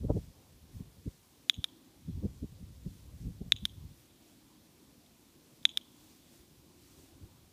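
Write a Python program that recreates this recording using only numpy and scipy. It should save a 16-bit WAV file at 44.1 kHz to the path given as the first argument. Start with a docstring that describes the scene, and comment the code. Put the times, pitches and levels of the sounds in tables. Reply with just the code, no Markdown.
"""Light wind thumps on the microphone on an open lawn; then, close by, a dog-training clicker is
pressed and let go three times. Its steel tongue buckles and sets a small plastic box ringing,
and faint echoes come back from stones and trees. Boots and paws brush through the grass,
and distant traffic hums under an even hiss."""
import sys
import numpy as np
from scipy import signal
from scipy.io import wavfile
from scipy.ndimage import map_coordinates

SR = 44100
rng = np.random.default_rng(int(sys.argv[2]) if len(sys.argv) > 2 else 0)


def inscribe(sig):
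    """Save sig as 16-bit PCM at rate SR to the path in sys.argv[1].

    A 1-D sig is mono; a 2-D sig holds one channel per row.
    Samples are clipped to [-1, 1] before scaling.
    """
    pcm = np.round(np.clip(np.atleast_2d(sig).T, -1, 1) * 32767)
    wavfile.write(sys.argv[1], SR, pcm.astype(np.int16))


N = 331970
TIME = np.arange(N) / SR


def clicker():
    """Snap-through buckling: the tongue snaps down, then springs back more softly, with other modes."""
    # modes of the box, tongue bent and tongue free: (f/Hz, relative level/dB, t60/s)
    bent_modes = [(1810, -10.5, 0.0021), (2630, -18, .0095), (3200, -24.5, .014), (3550, 0.5, 0.0097),
                  (3937, -11.5, .0117), (4940, -36.5, .0072), (6900, -19.5, .0075), (10100, -24, 0.0071),
                  (13480, -40, .0039)]
    free_modes = [(1720, -24, 0.0047), (2400, -36, 0.027), (3300, -12, 0.0076), (3754, -11, 0.011),
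                  (4930, -38, 0.02), (5350, -24.5, 0.0077), (7900, -35.5, 0.0046), (10810, -13, 0.0022),
                  (11050, -12.5, 0.0014), (12650, -38, 0.002)]
    # snaps down and back: (t/s, level/dB, pitch factor, ring-time factor)
    presses = [(1.4971, -5.0, 0.99, 0.76), (3.5212, -4, 1.012, 0.89), (5.6529, -4.5, 0.995, 1.08)]
    releases = [(1.6423, -5, 0.98, 0.95), (3.6533, -1.4, 0.97, 0.65), (5.773, -2, 0.978, 0.82)]
    # faint ticks of plastic and lead: (t/s, level/dB)
    faint_ticks = [(4, -50.5), (5.062, -45.5), (5.6295, -40.5)]
    press = clicks(presses, bent_modes, crack_db=-31)
    release = clicks(releases, free_modes, crack_db=-30)
    ticks = clicks([(s, db, 1, 1) for s, db in faint_ticks], free_modes, crack_db=-19)
    return press, release, ticks


def clicks(events, modes, crack_db):
    """Superposition: one snap for each event, summed on one track."""
    out = np.zeros(N)
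    for s, db, pitch, ring in events:
        add(out, from_db(db) * snap(modes, pitch, ring, crack_db), s)
    return out


def snap(modes, pitch, ring, crack_db, crack_t60_s=.02, box_hz=1200, steel_hz=11500):
    """Impulse excitation: one blow starts all the damped modes, with a short crackle of steel."""
    t = TIME[:SR // 20]
    tone = 0
    for k, (hz, db, t60) in enumerate(modes):
        decay = from_db(db - 60 * t / (t60 * ring))
        tone += (-1) ** k * decay * np.sin(2 * np.pi * hz * pitch * t)
    crack = from_db(crack_db) * 1e-3 ** (t / crack_t60_s) * rng.standard_normal(len(t))
    # so small a box radiates no bass
    return butter(tone + butter(crack, steel_hz, "low"), box_hz, "high", order=6)


def echoes(click, face_hz=2900):
    """Reflection: holder and ground scatter the forward beam at once, stones and trees answer later."""
    # the nearest reflector comes closer as the holder walks: (t/s, echo delay/s)
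    echo_delay = [(1.5, .0449), (3.52, .0422), (5.65, .0389)]
    # reflectors: (further delay/s, level/dB)
    reflectors = [(0, -22.5), (.0088, -30.5), (.0225, -35)]
    # the clicker's front sends out a broad band around the main ring, and its overtone
    evened = click - .8 * butter(click, [3400, 3920], "band", order=1)
    forward = butter(evened, [face_hz, 3950], "band")
    treble = from_db(-10) * butter(evened, face_hz, "high", order=1)
    overtone = from_db(2.5) * butter(click, [6150, 6950], "band", order=3)
    beam = forward + treble + overtone
    delay = in_time(echo_delay)
    slaps = np.zeros(N)
    for further, db in reflectors:
        slaps += from_db(db) * map_coordinates(beam, [(TIME - delay - further) * SR], order=3)
    slaps += from_db(-6) * scatter(slaps, t60=.017, start_s=.00051)  # rough surfaces smear each echo
    near = from_db(-26.5) * scatter(beam, t60=.07, start_s=.003)
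    far = from_db(-25.5) * scatter(forward, t60=.65, start_s=.035)
    # a far line of trees returns a last soft wash
    add(far, from_db(-41) * scatter(forward, t60=.7, start_s=0), s=.56)
    return slaps + near + far


def scatter(x, t60, start_s):
    """Diffuse scattering: countless weak paths form a decaying impulse response of unit energy."""
    t = TIME[:SR]
    paths = rng.standard_normal(SR) * 1e-3 ** (t / t60) * (t > start_s)
    return signal.fftconvolve(x, paths / np.linalg.norm(paths))[:N]


def wind(eddies_per_s=5.7, eddy_over_breeze_db=6.5, spread_db=2.5, eddy_half_s=.011):
    """Turbulent pressure on the microphone port: a low draught, random eddies and a few hard gusts."""
    # strength of the breeze: (t/s, level/dB)
    breeze = [(0, -41), (.06, -37), (.17, -36), (.36, -71.5), (.5, -61.5), (.8, -59.5), (1.22, -67.5),
              (1.4, -79), (1.93, -73), (2.16, -41.5), (2.52, -56), (2.75, -52), (2.97, -55.5),
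              (3.42, -50.5), (3.84, -54), (4.08, -74.5), (6.2, -71), (7.53, -62.5)]
    # gusts that thump: (t/s, level/dB, half length/s)
    gusts = [(0.047, -29, 0.0083), (0.104, -21, 0.0054), (0.168, -26.5, 0.0077), (0.758, -41, 0.012),
             (0.81, -36.5, 0.0054), (1.073, -31.5, 0.0074), (1.588, -37, 0.0073), (2.092, -36, 0.01),
             (2.249, -28, 0.0099), (2.437, -32.5, 0.0069), (2.622, -43, 0.0096), (2.868, -34.5, 0.0085),
             (3.27, -35, 0.019), (3.417, -31.5, 0.0035), (3.635, -40.5, 0.01), (3.845, -45.5, 0.012),
             (7.23, -46, 0.013)]
    breeze_db = in_time(breeze)
    draught = butter(rng.standard_normal(N), 115, "low", order=3)
    draught = butter(draught, 55, "high", order=3)
    out = from_db(breeze_db - 1) * rms_one(draught)
    count = int(eddies_per_s * N / SR)
    lateness, strength = rng.random((count, 2)).T
    times = (np.arange(count) + lateness) / eddies_per_s
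    levels = np.interp(times, TIME, breeze_db) + eddy_over_breeze_db + spread_db * (2 * strength - 1)
    eddies = [(s, db, eddy_half_s) for s, db in zip(times, levels)]
    for s, db, half_s in list(gusts) + eddies:
        add(out, eddy(db, half_s), s - .25)
    return out


def eddy(db, half_s):
    """A pressure pulse of low noise, centred in half a second: brighter when stronger or shorter."""
    t = TIME[:SR // 2] - .25
    edge_hz = (162 + 100 * from_db(db + 32.5)) * (.011 / half_s) ** .096
    swell = np.exp(-np.abs(t / half_s) ** 1.5 / 2)
    push = rng.standard_normal(len(t))
    for ratio, order in [(.44, 1), (1.116, 3), (2.2, 4)]:  # the slope steepens with frequency
        push = butter(push, ratio * edge_hz, "low", order)
    push = butter(push * swell, 56, "high", order=3)
    push = from_db(db) * rms_one(push) * np.sqrt(np.mean(swell ** 2))
    # the buffeting sounds slightly hollow in the low middle
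    return push - .55 * butter(push, [305, 385], "band", order=1)


def grass(blades_per_s=900, landing_half_s=.058, paws_db=-81):
    """Friction noise: boots and paws sweep the grass, a soft hiss with tiny ticks of single blades."""
    # a boot lifts and swings, then lands: (t/s, level/dB, half length/s, landing after/s)
    strides = [(-.09, -67, .03, 0.29), (0.773, -69.5, .045, 0.33), (2.948, -69.5, 0.09, .28),
               (4.0, -70, .035, 0.28), (6.082, -67, 0.12, 0.28), (6.87, -68, 0.084, 0.16)]
    # spectrum of the rustle: (f/Hz, relative level/dB)
    rustle_spectrum = [(700, -10.5), (2000, -4), (4200, -2.5), (7000, -0.5), (10000, -6), (15000, -4.5)]
    boots = sum(swish(s, db, half_s) + swish(s + after_s, db - .5, landing_half_s)
                for s, db, half_s, after_s in strides)
    paws = from_db(paws_db + 3 * drift(2.2))
    ticks = (rng.random(N) < blades_per_s / SR) * rng.standard_normal(N)
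    blades = from_db(-7) * rms_one(butter(ticks, [2500, 9000], "band", order=1))
    hiss = banded_noise(rustle_spectrum, waver_db=1.2)
    return np.hypot(boots, paws) * (hiss + blades)


def swish(s, db, half_s):
    """Gaussian envelope of one sweep through the grass, peaking at time s."""
    return from_db(db) * np.exp(-((TIME - s) / half_s) ** 2 / 2)


def traffic(drone_hz=281, wander_hz=14, half_width_hz=60, rumble_db=-67):
    """Incoherent sources: distant engines merge into a narrow, wandering noise band over a rumble."""
    # strength of the drone: (t/s, level/dB)
    drone_level = [(0, -74.5), (1.15, -78), (1.7, -65.5), (2.5, -71.5), (3.9, -70.5), (4.3, -64.5),
                   (5.15, -71.5), (5.6, -66), (7.15, -66.5), (7.53, -74)]
    # spectrum of the rumble: (f/Hz, relative level/dB)
    rumble_spectrum = [(50, -9.5), (120, -2), (185, 2.5), (290, -3.5), (440, -5), (620, -11), (950, -12.5),
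                       (1300, -22.5), (2500, -37)]
    centre_hz = drone_hz + wander_hz * drift(.8)
    carrier = np.exp(2j * np.pi * np.cumsum(centre_hz) / SR)
    white = rng.standard_normal(N) + 1j * rng.standard_normal(N)
    spread = butter(white, half_width_hz, "low", order=3)
    swell = from_db(in_time(drone_level) + 1.5 * drift(3.5))
    drone = swell * rms_one(np.real(spread * carrier))
    return drone + from_db(rumble_db) * banded_noise(rumble_spectrum, waver_db=2.5)


def air(level_db=-67.5):
    """Ambient noise floor: an even, broadband hiss."""
    # spectrum of the hiss: (f/Hz, relative level/dB)
    hiss_spectrum = [(100, -3), (1400, -2.5), (2500, -0.5), (3800, 2), (5500, 0), (9000, -2), (15000, -4)]
    return from_db(level_db) * banded_noise(hiss_spectrum, waver_db=.57)


def banded_noise(spectrum, waver_db):
    """Spectral shaping: half-octave bands of noise, each wavering on its own; unit rms."""
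    hz, level_db = np.transpose(spectrum)
    edges = 35 * 2 ** np.arange(0, 9.1, .5)
    white, out = rng.standard_normal((2, N)), 0
    for k, (low, high) in enumerate(zip(edges, edges[1:])):
        band_db = np.interp(np.log(low * high) / 2, np.log(hz), level_db)
        out += from_db(band_db + waver_db * drift(6)) * butter(white[k % 2], [low, high], "band")
    return rms_one(out)


def drift(corner_hz, hop=40, settle=2000):
    """Slow random fluctuation: noise through a two-pole low-pass; unit rms."""
    pole = np.exp(-2 * np.pi * corner_hz * hop / SR)
    white = rng.standard_normal(N // hop + settle + 2)
    slow = signal.lfilter([1], [1, -2 * pole, pole ** 2], white)[settle:]
    return np.interp(np.arange(N) / hop, np.arange(len(slow)), rms_one(slow))


def from_db(db):
    """Level to amplitude ratio."""
    return 10 ** (np.asarray(db) / 20)


def rms_one(x):
    """Normalisation to unit rms."""
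    return x / np.sqrt(np.mean(x ** 2) + 1e-20)


def in_time(rows):
    """Linear interpolation of (t/s, value) rows at every sample."""
    return np.interp(TIME, *np.transpose(rows))


def butter(x, edge_hz, kind, order=2):
    """Causal, maximally flat low-, high- or band-pass."""
    sections = signal.butter(order, np.clip(edge_hz, 10, .45 * SR), kind, fs=SR, output="sos")
    return signal.sosfilt(sections, x)


def add(track, sound, s):
    """Superpose a sound on a track, starting at time s."""
    start = int(round(s * SR))
    first, last = max(start, 0), min(start + len(sound), N)
    track[first:last] += sound[first - start:last - start]


def scene():
    """Superposition: the pressures of all sources add at one microphone."""
    press, release, ticks = clicker()
    # the release's echoes are fainter than the press's
    reflected = echoes(press + from_db(-6.5) * release)
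    return (press + release + ticks + reflected + grass() + traffic() + air() + wind())[None]


def record(dry, cutoff_hz=15300):
    """Band limiting: an elliptic low-pass cuts the top steeply."""
    return signal.sosfilt(signal.ellip(10, .1, 70, cutoff_hz, fs=SR, output="sos"), dry)


dry = scene()
out = record(dry)
inscribe(out)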